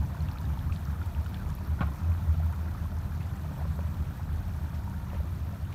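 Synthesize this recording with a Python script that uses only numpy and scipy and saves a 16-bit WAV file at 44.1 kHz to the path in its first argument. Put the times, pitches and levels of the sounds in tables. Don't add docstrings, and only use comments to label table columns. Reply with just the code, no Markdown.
import sys
import numpy as np
from scipy import signal
from scipy.fft import rfft, irfft
from scipy.io import wavfile
from scipy.ndimage import uniform_filter1d

SR = 44100
rng = np.random.default_rng(int(sys.argv[2]) if len(sys.argv) > 2 else 0)


def inscribe(sig):
    pcm = np.round(np.clip(np.atleast_2d(sig).T, -1, 1) * 32767)
    wavfile.write(sys.argv[1], SR, pcm.astype(np.int16))


def natural_amplitude(level_db):
    exponent = np.asarray(level_db, float) / 20
    return 10 ** exponent


N = 253134

# freq_hz, density_db_per_hz
RUMBLE_SPECTRUM = [(12, -35), (20, -23), (43, -28), (62, 3.5), (80, 1.5), (93, -4.5), (109, -27.5),
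                   (123, 5), (141, -6), (193, -21), (216, -13.5), (264, -28.5), (400, -25.5), (520, -52),
                   (880, -120)]
# freq_hz, width_hz, level_db
ENGINE_HUMS = [(44.1, 4.2, -46), (98.05, 13.8, -41.5)]
FIRING_TONES_HZ = [70.83, 81]
# peak_s, lower_tone_db, upper_tone_db, chest_hum_db
ENGINE_SURGES = [(0.0,-32,-31.5,-34.5), (0.26,-37,-32.5,-40.5), (0.49,-31.5,-41,-37), (0.71,-39,-32.5,-39),
                 (0.91,-31,-48,-45.5), (1.03,-42,-32.5,-49), (1.21,-33,-34,-53), (1.49,-33.5,-46,-45),
                 (1.71,-32.5,-35,-45.5), (1.84,-30,-45,-43.5), (2.102,-43,-24.5,-45.5), (2.3,-32.5,-25,-44),
                 (2.45,-52,-25.5,-45), (2.64,-51,-31.5,-54), (2.83,-43,-33.5,-48.5), (2.98,-42,-32.5,-58),
                 (3.19,-46,-33,-46), (3.41,-42,-37,-43), (3.68,-38,-33,-41.5), (3.83,-51,-31.5,-66),
                 (4.02,-36,-32,-43.5), (4.31,-36.5,-32,-49), (4.5,-55,-36.5,-64), (4.62,-38,-35,-56),
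                 (4.79,-38,-39.5,-48), (4.97,-40,-46,-43), (5.2,-34,-36.5,-59), (5.32,-37,-34.5,-50),
                 (5.47,-42,-35.5,-51.5), (5.65,-46,-38,-54)]
SURGE_HALF_WIDTH_S, TONE_IDLE_DB, CHEST_IDLE_DB = 0.055, -45, -49.5
TOP_HUM_DB, TOP_HUM_RISE_DB_PER_S = -53, 0.21

# time_s, flow_db
WATER_FLOW = [(0.0, -50.5), (1.4, -50.5), (1.7, -51.5), (1.95, -50), (2.8, -51.5), (3.5, -50.5),
              (4.2, -51.5), (5.2, -52), (5.74, -52.5)]
# freq_hz, density_db_per_hz
SPLASH_SPECTRUM = [(130, -22.5), (220, -1.5), (270, -2.5), (426, -14.5), (660, -11.5), (800, -13.5),
                   (886, -10), (1070, -14.5), (1370, -13.5), (2100, -29.5), (2500, -34), (3250, -93),
                   (5500, -120)]
# freq_hz, density_db_per_hz
SPRAY_SPECTRUM = [(1060, -18), (1800, -1), (2100, -7), (2450, -3.5), (2650, -9), (3610, -8.5), (4520, -11),
                  (4940, -11.5), (6080, -13), (7690, -17), (10200, -16), (14000, -10.5), (15600, -17)]
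SPRAY_DB, SPRAY_FOLLOW_RATIO = -59, 0.56

# freq_hz, density_db_per_hz
DRIP_SPECTRUM = [(900, -9), (2500, -0.5), (6000, -5)]
DRIP_DB, DRIP_LAID_S, DRIP_LAID_DB = -69, 1.6, -12

# start_s, end_s, freq_hz, width_hz, level_db
WHINE_TONES = [
    (3.22, 3.39, 785, 60, -57),
    (4.62, 5.08, 930, 30, -57),
    (.05, .55, 930, 90, -59),
    (3.45, 4.8, 8037, 10, -78),
    (1.5, 5.74, 12656, 90, -78),
    (2.0, 5.74, 10810, 60, -80),
    (0.0, 5.74, 7150, 90, -87),
]

# start_s, peak_db, pitch_hz
PLOP_EVENTS = [(0.438, -41, 912), (0.573, -32.5, 900), (1.016, -32.5, 1400), (1.162, -38, 890),
               (1.261, -38, 1410), (1.56, -48, 910), (1.79, -34, 1450), (1.868, -35, 1270),
               (2.339, -37, 670), (2.4, -31.5, 695), (2.534, -39.5, 1350), (2.68, -40, 1400),
               (2.748, -36.5, 1240), (2.789, -42, 1140), (2.854, -35.5, 1070), (3.591, -33, 656),
               (3.611, -28.5, 710), (4.195, -34, 836), (4.875, -33, 934), (5.147, -31, 555),
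               (5.167, -36, 970), (5.203, -30, 570), (5.243, -39, 577), (5.265, -41, 870),
               (5.534, -35.5, 690)]
# start_s, peak_db, pitch_hz
DROP_EVENTS = [(0.2054, -46, 4200), (0.286, -40, 2720), (0.3726, -43.5, 2490), (0.4534, -46, 3720),
               (0.5905, -43.5, 3270), (0.7228, -38.5, 2460), (1.0281, -47, 3580), (1.036, -47, 2400),
               (1.262, -43.5, 2920), (1.344, -38.5, 3400), (1.3713, -45, 2400), (1.5025, -53, 2430),
               (1.808, -33.5, 2520), (1.8671, -45, 2400), (2.1185, -42, 2410), (3.2276, -47, 2820),
               (3.8067, -45, 2400), (3.9449, -48, 2960), (4.0706, -47, 2460), (4.7446, -47, 2400),
               (5.1023, -45.5, 2810), (5.1482, -48, 2480), (5.652, -50, 2940), (5.7278, -40, 2400)]
# start_s, peak_db, pitch_hz
TICK_EVENTS = [(0.412, -44, 12600), (0.4524, -47, 14300), (0.7502, -52, 13700), (0.7806, -49, 13700),
               (1.0296, -44, 11700), (1.2655, -47, 13500), (1.551, -33, 12500), (1.6734, -39, 13800),
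               (2.1041, -42, 13200), (2.5531, -45, 12600), (4.0198, -45, 11800), (4.4812, -42, 14100),
               (4.564, -42, 9950), (5.1836, -46, 12500), (5.2031, -44, 13200)]
PLOP_T60_S, DROP_T60_S, TICK_T60_S = 0.027, 0.011, 0.006

# start_s, peak_db
SMACK_EVENTS = [(0.223, -46), (0.4145, -46), (0.75, -47), (1.06, -46), (1.2458, -47), (1.2674, -49),
                (1.4903, -49), (1.503, -42), (2.5257, -47), (4.4812, -50), (4.8986, -46), (5.7269, -49)]
SMACK_HZ = 6000

# start_s, level_db, centre_hz, width_hz, t60_s
RUSTLE_BURSTS = [
    (0.721, -56, 5000, 6000, 0.24),
    (1.334, -51, 1500, 2500, 0.17),
    (1.81, -41.5, 1270, 1500, 0.22),
    (2.526, -47, 1400, 1200, .12),
    (3.205, -42, 2000, 1000, 0.06),
    (4.74, -51.5, 4500, 3000, 0.092),
    (5.135, -49.5, 1470, 2400, 0.17),
    (5.722, -48, 2500, 3500, 0.088),
    (1.806, -43, 2500, 1600, 0.077),
    (5.16, -54, 2200, 1800, 0.14),
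]

# start_s, peak_db, brightness_db_per_octave
KNUCKLE_KNOCKS = [
    (3.652, -27, 0),
    (3.79, -24, 1),
    (5.131, -28, -2),
    (5.726, -38, 7),
]
# freq_hz, level_db, t60_s
COLANDER_MODES = [(580, -8, .04), (720, 1, .011), (980, 0, .011), (1300, -9, .01)]
# start_s, level_db, brightness_db_per_octave
SET_DOWN_BLOWS = [
    (1.8071, -21, -1),
    (1.8144, -19.5, -1),
    (1.8197, -33, 11),
    (1.8238, -22.5, -2),
    (1.832, -29, -1),
]
# freq_hz, level_db, t60_s
OBJECT_MODES = [(640, -8, 0.042), (860, -1, 0.026), (1276, -3, 0.058), (1450, -1, 0.032),
                (1730, -14, 0.026), (2590, -11.5, 0.022), (3150, -17, 0.0065), (4040, -23, 0.016)]

# freq_hz, width_hz, depth_db
MIC_DIPS = [(4940, 210, -3), (10270, 360, -2.5)]
MIC_EDGE_HZ = 15650


def evened(x):
    return x / np.sqrt(np.mean(x ** 2) + 1e-20)


def read(points, hz):
    f, value = np.transpose(points)
    return np.interp(np.log(hz + 1), np.log(f + 1), value)


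def add(mix, start_s, sound):
    part = mix[round(start_s * SR):][:len(sound)]
    part += sound[:len(part)]


def resonate(x, hz, width_hz):
    turn = np.exp(2j * np.pi * np.cumsum(hz * np.ones(len(x))) / SR)
    r = np.exp(-np.pi * width_hz / SR)
    slow = signal.lfilter([1 - r], [1, -r], x / turn + 1e-18)
    slow = signal.lfilter([1 - r], [1, -r], slow)
    return evened((turn * slow).real)


def colour(x, points):
    gain = natural_amplitude(read(points, np.fft.rfftfreq(len(x), 1 / SR)))
    return evened(irfft(rfft(x) * gain, len(x)))


def ring(hz, t60_s, glide=0., rise_s=0.0012, size=2400):
    t = np.arange(size) / SR
    envelope = (1 - np.exp(-t / rise_s)) * natural_amplitude(-60 * t / t60_s)
    return envelope * np.sin(2 * np.pi * hz * t * (1 + glide * np.minimum(t / t60_s, 1)))


def wash(points, patch_db, gust_db, size=256):
    frames, bins = 4 * N // size + 5, size // 2 + 1
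    a, b, patches = rng.standard_normal((frames, bins, 3)).T
    patches = uniform_filter1d(patches, size=8, axis=0)
    patches = evened(uniform_filter1d(patches, size=24, axis=1))
    gusts = evened(uniform_filter1d(rng.standard_normal(frames), size=12))
    z = (a + 1j * b) * natural_amplitude(patch_db * patches + gust_db * gusts)
    noise = signal.istft(z, nperseg=size, noverlap=size - size // 4)[1][:N]
    return colour(noise, points)


def patter(points, lo_hz, hi_hz, per_s, cycles, spread_db, size):
    when, pitch, big = rng.random((4000, 3))[:round(per_s * N / SR)].T[:, :, None]
    hz = lo_hz * (hi_hz / lo_hz) ** pitch
    gain = natural_amplitude(read(points, hz) + spread_db * np.minimum(-np.log(big), 3.2)) * hz
    grains = gain * ring(hz, cycles / hz, glide=0.2, rise_s=1.1 / hz, size=size)
    at = (when * N).astype(int) + np.arange(size)
    return evened(np.bincount(at.ravel(), grains.ravel(), minlength=N)[:N])


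def water():
    level_db = np.interp(np.arange(N) / SR, *np.transpose(WATER_FLOW))
    splash = wash(SPLASH_SPECTRUM, patch_db=1.0, gust_db=0.97)
    splash += natural_amplitude(-7) * patter(SPLASH_SPECTRUM, lo_hz=500, hi_hz=2200, per_s=300,
                               cycles=13.8, spread_db=3, size=900)
    splash += natural_amplitude(-6.5) * patter(SPLASH_SPECTRUM, lo_hz=546, hi_hz=2623, per_s=200,
                                 cycles=48, spread_db=3, size=2000)
    spray = wash(SPRAY_SPECTRUM, patch_db=0.9, gust_db=0.56)
    spray += natural_amplitude(-9) * patter(SPRAY_SPECTRUM, lo_hz=2420, hi_hz=14500, per_s=540,
                              cycles=11, spread_db=4, size=250)
    spray += natural_amplitude(-11) * patter(SPRAY_SPECTRUM, lo_hz=2400, hi_hz=14000, per_s=250,
                               cycles=90, spread_db=2.5, size=700)
    spray_db = SPRAY_DB + SPRAY_FOLLOW_RATIO * (level_db - level_db.mean())
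    return natural_amplitude(level_db + 0.5) * splash + natural_amplitude(spray_db) * spray


def surging(levels_db, idle_db):
    t = np.arange(0, N, 64) / SR
    peaks_s = np.transpose(ENGINE_SURGES)[0]
    bumps = np.exp(-((t[:, None] - peaks_s) / SURGE_HALF_WIDTH_S) ** 2)
    power = natural_amplitude(idle_db) ** 2 + bumps @ natural_amplitude(levels_db) ** 2
    return np.sqrt(np.interp(np.arange(N) / SR, t, power))


def engine():
    _, low_db, high_db, chest_db = np.transpose(ENGINE_SURGES)
    noise = rng.standard_normal((6, N))
    out = natural_amplitude(-41.5) * colour(noise[0], RUMBLE_SPECTRUM)
    for hz, width_hz, db in ENGINE_HUMS:
        out += natural_amplitude(db) * resonate(noise[1], hz, width_hz)
    for hz, db, chance in zip(FIRING_TONES_HZ, (low_db, high_db), noise[2:]):
        drift = uniform_filter1d(uniform_filter1d(chance, size=6000), size=6000)
        waver_hz = hz + 1.446 * evened(drift)
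        tone = np.sqrt(2) * np.sin(2 * np.pi * np.cumsum(waver_hz) / SR)
        out += surging(db, TONE_IDLE_DB) * tone
    chest = resonate(noise[4], 150.96, 12.3) + natural_amplitude(1.5) * resonate(noise[4], 131.7, 76)
    top = resonate(noise[5], 188.8, 9.3) + natural_amplitude(-2) * resonate(noise[5], 192.6, 28.7)
    top_db = TOP_HUM_DB + TOP_HUM_RISE_DB_PER_S * np.arange(N) / SR
    return out + surging(chest_db, CHEST_IDLE_DB) * chest + natural_amplitude(top_db) * top


def drips():
    laid = np.clip((np.arange(N) / SR - DRIP_LAID_S) / 0.3, 0, 1)
    blips = patter(DRIP_SPECTRUM, lo_hz=1200, hi_hz=6000, per_s=56, cycles=9.6, spread_db=6.5, size=700)
    return natural_amplitude(DRIP_DB + DRIP_LAID_DB * laid) * blips


def whines():
    out, noise = np.zeros(N), rng.standard_normal(N)
    for start_s, end_s, hz, width_hz, db in WHINE_TONES:
        part = noise[round(start_s * SR):round(end_s * SR)]
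        drift = uniform_filter1d(part, size=1500)
        waver_hz = hz + 0.4 * width_hz * evened(drift - drift.mean())
        tone = np.sin(2 * np.pi * np.cumsum(waver_hz) / SR)
        tone += 0.35 * resonate(part, hz, width_hz)
        add(out, start_s, natural_amplitude(db) * tone * signal.windows.tukey(len(part), 0.15))
    return out


def droplets():
    out = np.zeros(N)
    kinds = (  # table, t60_s, trim_db, smack_db
        (PLOP_EVENTS, PLOP_T60_S, 2.5, -9),
        (DROP_EVENTS, DROP_T60_S, 3.5, -3),
        (TICK_EVENTS, TICK_T60_S, -1.5, -20))
    for table, t60_s, trim_db, smack_db in kinds:
        spreads = rng.uniform(0.9, 1.35, (len(table), 4))
        for (start_s, db, hz), spread in zip(table, spreads):
            bubble = ring(hz, t60_s, glide=0.034, rise_s=2.9 / hz)
            smack = sum(ring(hz * k, 0.74 * t60_s, rise_s=1.5 / hz) for k in spread) / 2
            add(out, start_s, natural_amplitude(db + trim_db) * (bubble + natural_amplitude(smack_db) * smack))
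    return out


def smacks():
    out = np.zeros(N)
    for (start_s, db), chance in zip(SMACK_EVENTS, rng.random((len(SMACK_EVENTS), 8, 1))):
        spread = 0.5 + 1.26 * (np.arange(8)[:, None] + chance) / 8
        tones = ring(SMACK_HZ * spread, 0.0042, rise_s=0.0002, size=400)
        add(out, start_s, natural_amplitude(db - 1) * tones.sum(0))
    return out


def rustles():
    out, t = np.zeros(N), np.arange(9000) / SR
    noises = rng.standard_normal((len(RUSTLE_BURSTS), len(t)))
    for (start_s, db, hz, width_hz, t60_s), noise in zip(RUSTLE_BURSTS, noises):
        envelope = natural_amplitude(db - 60 * t / t60_s) * (1 - np.exp(-t / 0.0051))
        add(out, start_s, envelope * resonate(noise, hz, width_hz))
    return out


def knocks():
    out = np.zeros(N)
    for start_s, db, bright_db in KNUCKLE_KNOCKS:
        modes = sum(natural_amplitude(d + bright_db * np.log2(f / 800)) * ring(f, t60_s, rise_s=0.001)
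                    for f, d, t60_s in COLANDER_MODES)
        add(out, start_s + 0.001, natural_amplitude(db - 1.5) * modes)
    detunes = rng.uniform(0.846, 1.05, (len(SET_DOWN_BLOWS), len(OBJECT_MODES)))
    for (start_s, db, bright_db), detune in zip(SET_DOWN_BLOWS, detunes):
        modes = sum(natural_amplitude(d + bright_db * np.log2(f / 1200)) * ring(f * k, t60_s, rise_s=0.00054)
                    for (f, d, t60_s), k in zip(OBJECT_MODES, detune))
        add(out, start_s, natural_amplitude(db - 6.5) * modes)
    add(out, 1.809, natural_amplitude(-12.5) * ring(215, 0.047, glide=-1.6, rise_s=0.0021))
    return out


def scene():
    steady = water() + engine() + drips() + whines()
    events = droplets() + smacks() + rustles() + knocks()
    return (steady + events)[None]


def roll_off(x):
    return signal.sosfilt(signal.butter(12, 15700, fs=SR, output="sos"), x)


def record(dry):
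    hz = np.fft.rfftfreq(N, 1 / SR)
    dips_db = sum(db * np.exp(-((hz - f) / width_hz) ** 2) for f, width_hz, db in MIC_DIPS)
    mix = irfft(rfft(dry) * natural_amplitude(dips_db) * (hz < MIC_EDGE_HZ), N)
    return roll_off(mix)


dry = scene()
out = record(dry)
inscribe(out)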